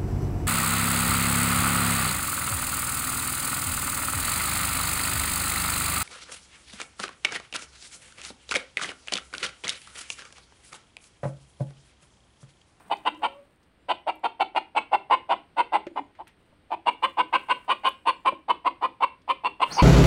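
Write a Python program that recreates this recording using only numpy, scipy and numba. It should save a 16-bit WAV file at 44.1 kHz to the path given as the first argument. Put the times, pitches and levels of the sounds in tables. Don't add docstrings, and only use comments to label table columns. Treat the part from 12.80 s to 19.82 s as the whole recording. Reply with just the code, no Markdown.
import sys
import numpy as np
from scipy import signal
from scipy.fft import rfft, irfft
from scipy.io import wavfile
from scipy.ndimage import uniform_filter1d, minimum_filter1d
from numba import njit

SR = 44100
rng = np.random.default_rng(int(sys.argv[2]) if len(sys.argv) > 2 else 0)


def digitize_waveform(pressure):
    field = np.atleast_2d(pressure).T
    bounded = np.clip(field, -1, 1)
    quanta = np.round(bounded * 32767).astype(np.int16)
    wavfile.write(sys.argv[1], SR, quanta)


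N = 309582

# start_s, length_s, rustle_db, grit_db
FOOT_STIRS = [(-0.004, 0.9, -57.5, -70.5), (3.607, 0.37, -75, -82), (4.245, .3, -67, -71),
              (4.6, 0.99, -58, -72), (6.919, 0.42, -36.5, -68)]


def rooster(gain_db=-0.3, wall_delay_s=0.022, wall_db=-25):
    # start_s, creak_s, loud_s, pitch_hz, level_db
    clucks = [(.1, .012, 0.025, 419, -22.3), (.251, .011, 0.025, 508.3, -20),
              (0.419, 0.015, .03, 493.4, -22), (1.086, 0.0054, 0.032, 374, -23),
              (1.267, 0.0087, 0.028, 377.6, -23), (1.434, 0.0066, .026, 470, -21.7),
              (1.597, .007, 0.024, 404.8, -20), (1.748, 0.014, 0.023, 398, -20.5),
              (1.951, .014, 0.023, 477.5, -19), (2.117, .013, 0.026, 400.5, -16.5),
              (2.299, .012, 0.037, 526.5, -15.5), (2.49, 0.011, 0.035, 397.3, -19.5),
              (2.766, 0.013, 0.034, 486.3, -18), (2.921, .012, 0.034, 412, -18.5),
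              (3.159, .007, 0.0286, 430.8, -26.5), (3.386, 0.0046, 0.03, 367.7, -39),
              (3.905, .01, 0.031, 360.5, -26), (4.059, 0.011, 0.026, 482, -18),
              (4.223, 0.008, 0.026, 538, -17), (4.371, 0.015, 0.028, 510.7, -17.5),
              (4.526, 0.0089, .03, 523.8, -17.5), (4.686, .012, 0.027, 509.2, -18),
              (4.879, .015, .034, 533, -19), (5.035, .014, 0.036, 533.8, -19.5),
              (5.255, .015, 0.035, 529.2, -17.5), (5.45, 0.01, 0.032, 541.7, -15.5),
              (5.683, 0.013, 0.02, 503, -16), (5.846, 0.015, 0.022, 525.3, -17),
              (6.013, 0.015, 0.032, 533.5, -20.3), (6.205, 0.019, 0.023, 529.3, -15.5),
              (6.478, .014, 0.027, 539, -19.5), (6.636, 0.012, 0.029, 501, -22.5),
              (6.8, 0.017, 0.023, 499.7, -15.5), (6.967, 0.016, .029, 495.8, -16)]
    # time_s, ring_hz
    throat_tuning = [(.3, 966), (2, 958), (3, 992), (4.05, 1001), (4.25, 1075), (7, 1051)]
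    # time_s, pitch_factor
    beak_shifts = [(.3, 1.03), (1.3, 1.03), (2.1, .965), (2.95, .97), (3.2, 1.02), (4.55, .965),
                   (4.9, 1.06), (5.3, 1.01), (6.3, .98)]
    # time_s, treble_db, nasal_db
    brightness = [(.1, -12, -20), (.25, -9.5, -8), (1.09, -8, -9.5), (1.3, -14.5, -9), (1.95, -7.5, -9.5),
                  (2.12, -16, -16.5), (2.5, -14, -11), (2.93, -16, -11), (3.39, -24.5, -26),
                  (3.91, -17.5, -21.5), (4.06, -10.5, -16.5), (4.37, -12.5, -13.5), (4.53, -8.5, -7.5),
                  (5.04, -8.5, -12), (5.45, -14.5, -17.5), (6.01, -18, -25.5), (6.64, -9, -35),
                  (6.97, -13, -32)]
    # frequency_hz, gain_db
    voice_tone = [(530, 0.5), (620, 4), (760, 2), (1500, -3), (1700, -7.5), (2000, 1.5), (4800, -3.5),
                  (5300, -14.5), (7500, -10.5), (8200, -2.5), (9200, -1), (10000, -9.5), (13000, -9)]
    out = np.zeros(N)
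    bounce_delays_s = rng.uniform([.001, .0025], [.0025, .0045], (len(clucks), 2))
    for (start_s, creak_s, loud_s, pitch_hz, level_db), delays_s in zip(clucks, bounce_delays_s):
        throat_hz = look_up(throat_tuning, start_s) * (pitch_hz / 500) ** 0.25
        beak_shift = look_up(beak_shifts, start_s)
        treble_db, nasal_db = look_up(brightness, start_s), look_up(brightness, start_s, column=2)
        voice = cluck(creak_s, loud_s, pitch_hz, level_db, throat_hz, beak_shift, treble_db, nasal_db)
        begin_s = start_s - 2 / pitch_hz
        add(out, begin_s, voice)
        bounce = colour(voice, [(1050, -24), (1600, -7), (9000, -6)])
        for delay_s in delays_s:
            add(out, begin_s + delay_s, bounce)
        add(out, begin_s + wall_delay_s, undb(wall_db) * voice)
    return undb(gain_db) * colour(out, voice_tone)


def cluck(creak_s, loud_s, pitch_hz, level_db, throat_hz, beak_shift, treble_db, nasal_db):
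    # level_db, roughness (0 to 1)
    hoarseness = [(-22.5, .62), (-17.5, .47), (-14.5, .25)]
    # frequency_hz, gain_db
    nasal_dip = [(1270, -0.5), (1500, -6), (2100, -0.5)]
    # centre_hz, width_hz, gain_db
    chest_rings = [(212.5, 31.6, -3.5), (330.7, 107, 2.5), (401.2, 15, -8), (568, 72, 1)]
    # level_db, chest_db
    chest_share = [(-27, -15.5), (-15, -21)]
    t = np.arange(SR // 10) / SR - 2 / pitch_hz
    progress = (t - creak_s) / loud_s
    tension = np.interp(progress, [-0.3, 0.21, 0.4915, 1.1, 1.15], [0.02, .78, 1, 0.93, 1.0])
    effort = undb(np.interp(progress, [-.25, 0, .53, .69, 1.1], [-13, -3, 0, 0, -7])) * (progress < 1.1)
    effort *= undb(np.interp(t, [t[0], 0], [-28, 0]))
    roughness = look_up(hoarseness, level_db)
    unrest = np.clip(roughness + 0.18 + 0.97 * (1 - tension), 0, 1)
    pulses, hiss = voice_box(pitch_hz * (.5 + .5 * tension), unrest)
    airflow = effort * (pulses + roughness * hiss)
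    rasp = pulses + (0.27 + roughness) * hiss
    centre_hz = throat_hz * (0.83 + 0.14 * tension)
    creak = resonate(airflow * (1 - tension), centre_hz, width_hz=390)
    tone = resonate(airflow * tension, centre_hz, width_hz=300)
    throat = colour(creak + tone, nasal_dip)
    chest = sum(undb(db) * resonate(airflow, hz, width_hz) for hz, width_hz, db in chest_rings)
    treble = beak_ring(rasp, effort, beak_shift * (1 + 0.072 * (tension - .92)), treble_db)
    nasal = resonate(effort ** 1.34 * rasp, 1335 * (throat_hz / 950) ** 0.53, width_hz=250)
    voice = unit(throat) + undb(look_up(chest_share, level_db)) * unit(chest)
    voice += undb(nasal_db) * unit(nasal) + undb(treble_db) * unit(treble)
    return undb(level_db) * np.sqrt(loud_s / t[-1]) * voice


def voice_box(pitch_hz, unrest, jitter_cycles=0.1103, shimmer_db=2, limp_db=2.5, air=0.14, count=64):
    n = len(pitch_hz)
    samples, flaps = np.arange(n), np.arange(count)
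    cycles = np.cumsum(pitch_hz) / SR
    lateness, strength = rng.standard_normal((2, count))
    flap_unrest = np.interp(np.interp(flaps + 0.07, cycles, samples), samples, unrest)
    positions = np.interp(flaps + 0.2138 + jitter_cycles * flap_unrest * lateness, cycles, samples)
    sizes = undb(flap_unrest * (shimmer_db * strength + limp_db * (-1) ** flaps))
    nearby = positions.astype(int)[:, None] + np.arange(-7, 9)
    offset = nearby - positions[:, None]
    shapes = sizes[:, None] * np.sinc(offset) * np.sinc(offset / 8)
    pulses = np.bincount(np.maximum(nearby, 0).ravel(), shapes.ravel())[:n]
    hiss = air * np.exp(-(cycles % 1) / 1.2) * rng.standard_normal(n)
    return pulses, hiss


def beak_ring(rasp, effort, pitch_factor, treble_db, stray_share=0.04, stray_db=3):
    # centre_hz, width_hz, gain_db
    rings = [(2039, 180, -4), (2386, 190, 2.5), (2845, 406, 3.5), (3420, 184, -4), (4227, 360, -10),
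             (6400, 1000, -23.5), (8540, 590, -20), (14000, 2900, -40)]
    out = 0
    for (hz, width_hz, db), (hz_draw, db_draw) in zip(rings, rng.uniform(-1.05, 1, (len(rings), 2))):
        octaves = np.log2(hz / 2000)
        pressure = effort ** (1.34 + 0.21 * octaves)
        tilt_db = 0.27 * (treble_db + 12) * octaves
        centre_hz = hz * pitch_factor * (1 + stray_share * hz_draw)
        out += undb(db + tilt_db + stray_db * db_draw) * resonate(pressure * rasp, centre_hz, width_hz)
    return out


def feeding(attack_s=0.0013):
    # start_s, level_db, pitch_hz, decay_s
    pecks = [(3.068, -28.5, 353, 0.0061), (3.726, -58, 575, 0.0089), (5.523, -29.5, 570, 0.0045),
             (5.531, -28.5, 337, 0.0029)]
    # start_s, level_db, centre_hz, decay_s
    ticks = [(.17, -50.5, 5000, 0.0013), (.347, -59, 5500, .0022), (0.831, -66.5, 4950, 0.0067),
             (1.355, -60, 12000, .0044), (1.394, -63, 10800, .0017), (3.067, -41, 1850, 0.0078),
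             (3.351, -59.5, 1895, 0.031), (3.471, -50.5, 2030, .019), (3.478, -54, 9200, .0035),
             (4.131, -63.5, 10000, .002), (4.615, -68, 11100, .002), (5.09, -40, 9900, .0017),
             (6.418, -65, 3800, .006)]
    out, t = np.zeros(N), np.arange(SR // 10) / SR
    for start_s, db, hz, decay_s in pecks:
        thud = np.sin(2 * np.pi * hz * t) + 0.57 * np.sin(2 * np.pi * 1.6 * hz * t)
        envelope = np.exp(-t / decay_s) * (1 - np.exp(-t / attack_s))
        add(out, start_s, undb(db) * 2 * thud * envelope)
    for start_s, db, hz, decay_s in ticks:
        tick = unit(resonate(rng.standard_normal(len(t)), hz, 0.85 * hz))
        add(out, start_s, undb(db) * tick * np.exp(-t / decay_s))
    return out


def chick(top_s=6.937, rise_s=0.035, fall_s=0.081, start_hz=4160, top_hz=6550, end_hz=4150):
    t = np.arange(N) / SR - top_s
    rising_hz = start_hz + (top_hz - start_hz) * np.exp(-(t / 0.015) ** 2)
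    falling_hz = end_hz + (top_hz - end_hz) * np.exp(-np.abs(t) / 0.024)
    pitch_hz = np.where(t < 0, rising_hz, falling_hz) * (1 + 0.011 * wander(140))
    fade_in, fade_out = (t + rise_s) / 0.0066, (fall_s - t) / 0.021
    envelope = np.clip(np.minimum(fade_in, fade_out), 0, 1)
    return envelope * np.sin(2 * np.pi * np.cumsum(pitch_hz) / SR)


def rustle(flicker_db=3):
    # frequency_hz, gain_db
    litter_tone = [(40, -10.5), (150, 3.5), (400, -4), (1000, 2), (2500, -10.5), (5000, -22), (7200, -27),
                   (8800, -12), (11000, -29.5), (15500, -28)]
    strength = sum(undb(db) * stir(start_s, length_s) for start_s, length_s, db, _ in FOOT_STIRS)
    grains = rng.standard_normal(N) * undb(flicker_db * wander(210))
    return strength * unit(colour(grains, litter_tone))


def scratching(flicker_db=5, crumbs_per_s=60, crumb_db=-3):
    strength = sum(undb(db) * stir(start_s, length_s) for start_s, length_s, _, db in FOOT_STIRS)
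    grains = rng.standard_normal(N) * undb(flicker_db * wander(140) + 2.5 * wander(19))
    crumbs = (rng.random(N) < crumbs_per_s / SR) * rng.standard_normal(N)
    grit = unit(grains) + undb(crumb_db) * unit(crumbs)
    bright_grit = colour(grit, [(2000, -8), (6000, 1.5), (9000, 11.5), (11000, -3.5), (15500, 2)])
    return strength * unit(bright_grit)


def stir(start_s, length_s, attack_s=.115, release_s=0.09):
    times_s = start_s + np.array([-attack_s, 0, length_s, length_s + release_s])
    levels_db = [-24.5, 0, -17, -24.5]
    return undb(np.interp(np.arange(N) / SR, times_s, levels_db, left=-np.inf, right=-np.inf))


def hens(overtone_db=-15):
    # start_s, length_s, start_hz, end_hz, level_db
    coos = [(0.308, 0.045, 247, 357, -46), (0.385, 0.15, 565, 547, -45), (0.521, 0.09, 540, 578, -43.5),
            (3.151, 0.041, 268, 310, -42), (3.228, 0.081, 314, 312, -75)]
    out = np.zeros(N)
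    for start_s, length_s, start_hz, end_hz, db in coos:
        n = int(length_s * SR)
        pitch_hz = np.linspace(start_hz, end_hz, n) * (1 + 0.01 * wander(90)[:n])
        phase = 2 * np.pi * np.cumsum(pitch_hz) / SR
        tone = np.sin(phase) + undb(overtone_db) * np.sin(2 * phase)
        add(out, start_s, undb(db) * np.sqrt(np.hanning(n)) * tone)
    return out


def far_chicks(arch=0.22, warble=.012, flicker_db=4, harmonics_db=(-8, -5, 0, -6)):
    # start_s, length_s, top_pitch_hz, relative_level_db
    cheeps = [(0.954, 0.52, 2820, -75), (3.04, 0.27, 2420, -73), (4.987, 0.49, 2720, -72)]
    out = np.zeros(N)
    for start_s, length_s, top_hz, db in cheeps:
        n = int(length_s * SR)
        pitch_hz = top_hz * (1 - arch * np.linspace(-1, 1, n) ** 2) * (1 + warble * wander(140)[:n])
        phase = 2 * np.pi * np.cumsum(pitch_hz) / SR
        tone = sum(undb(db + harmonic_db + flicker_db * wander(30)[:n]) * np.sin(k * phase)
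                   for k, harmonic_db in enumerate(harmonics_db, 1))
        add(out, start_s, np.hanning(n) ** 0.41 * tone)
    return out


def yard_echo(sound, near_db=-15, near_decay_s=0.01, tail_db=-19, build_s=0.023, moves_per_s=5):
    # centre_hz, level_db, fade_s (time to fall by 60 dB)
    bands = [(263, 8, 0.26), (563, -6, 0.27), (1000, -7, 0.17), (2160, -3.5, 0.3), (3500, 2.5, 0.21),
             (8100, 3, 0.17)]
    t = np.arange(SR // 2) / SR
    shares = np.array([wander(moves_per_s) for _ in range(5)])
    out = 0
    for share in shares / np.linalg.norm(shares, axis=0):
        tail = sum(undb(db) * resonate(rng.standard_normal(len(t)), hz, hz) * undb(-60 * t / fade_s)
                   for hz, db, fade_s in bands)
        tail *= 1 - np.exp(-(t / build_s) ** 2)
        near = rng.standard_normal(len(t)) * np.exp(-t / near_decay_s) * (t > .002)
        echo = (undb(near_db) * unit(near) + undb(tail_db) * unit(tail)) / np.sqrt(len(t))
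        out += signal.fftconvolve(sound * share, echo)[:N]
    return out


def outdoor_air(level_db=-62.5):
    # frequency_hz, gain_db
    air_tone = [(25, -11), (45, -6), (70, -1.5), (130, -6.5), (300, -7.5), (500, -13), (950, -19.5),
                (1400, -19), (3000, -22.5), (4500, -30.5), (7000, -48.5), (8800, -31), (10500, -49.5),
                (15500, -49.5)]
    hush = unit(colour(rng.standard_normal(N), air_tone))
    return hush * undb(level_db + wander(6.7) + 0.31 * wander(13))


def undb(db):
    return 10 ** (np.asarray(db) / 20)


def unit(x):
    return x / np.sqrt(np.mean(x ** 2) + 1e-20)


def add(out, start_s, x):
    i = max(int(start_s * SR), 0)
    out[i:i + len(x)] += x[:max(len(out) - i, 0)]


def look_up(table, at, column=1):
    columns = np.transpose(table)
    return np.interp(at, columns[0], columns[column])


@njit
def band_pass(x, centre_hz, width_hz):
    out, band, low = np.empty(len(x)), 0., 0.
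    for i in range(len(x)):
        step, damping = np.tan(np.pi * centre_hz[i] / SR), width_hz / centre_hz[i]
        swing = (band + step * (x[i] + 1e-18 - low)) / (1 + step * (step + damping))
        band, low = 2 * swing - band, low + 2 * step * swing
        out[i] = damping * swing
    return out


def resonate(x, centre_hz, width_hz):
    centre_hz = np.minimum(centre_hz + np.zeros(len(x)), .45 * SR)
    once = band_pass(x, centre_hz, float(width_hz))
    return band_pass(once, centre_hz, float(width_hz))


def colour(x, points):
    hz, db = np.transpose(points)
    bins_hz = np.maximum(np.fft.rfftfreq(len(x), 1 / SR), 1)
    return irfft(rfft(x) * undb(np.interp(np.log(bins_hz), np.log(hz), db)), len(x))


def wander(steps_per_s):
    steps = rng.standard_normal(1024)
    return np.interp(np.arange(N) / SR * steps_per_s, np.arange(len(steps)), steps)


def scene(peep_db=-38.5, cheep_gain_db=-12):
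    close = rooster() + feeding() + rustle() + scratching()
    coos, peep, cheeps = hens(), chick(), far_chicks()
    direct = close + coos + undb(peep_db) * peep + undb(cheep_gain_db) * cheeps
    into_echo = close + undb(10) * coos + undb(-21.5) * peep + undb(5) * cheeps
    return (direct + yard_echo(into_echo) + outdoor_air())[None]


def record(dry, ceiling=.36, ease_samples=260, top_hz=15750):
    needed_gain = np.minimum(ceiling / (np.abs(dry) + 1e-9), 1)
    smooth_gain = uniform_filter1d(minimum_filter1d(needed_gain, ease_samples), ease_samples)
    low_pass = signal.ellip(10, .2, 80, top_hz, fs=SR, output="sos")
    return signal.sosfilt(low_pass, dry * smooth_gain)


dry = scene()
out = record(dry)
digitize_waveform(out)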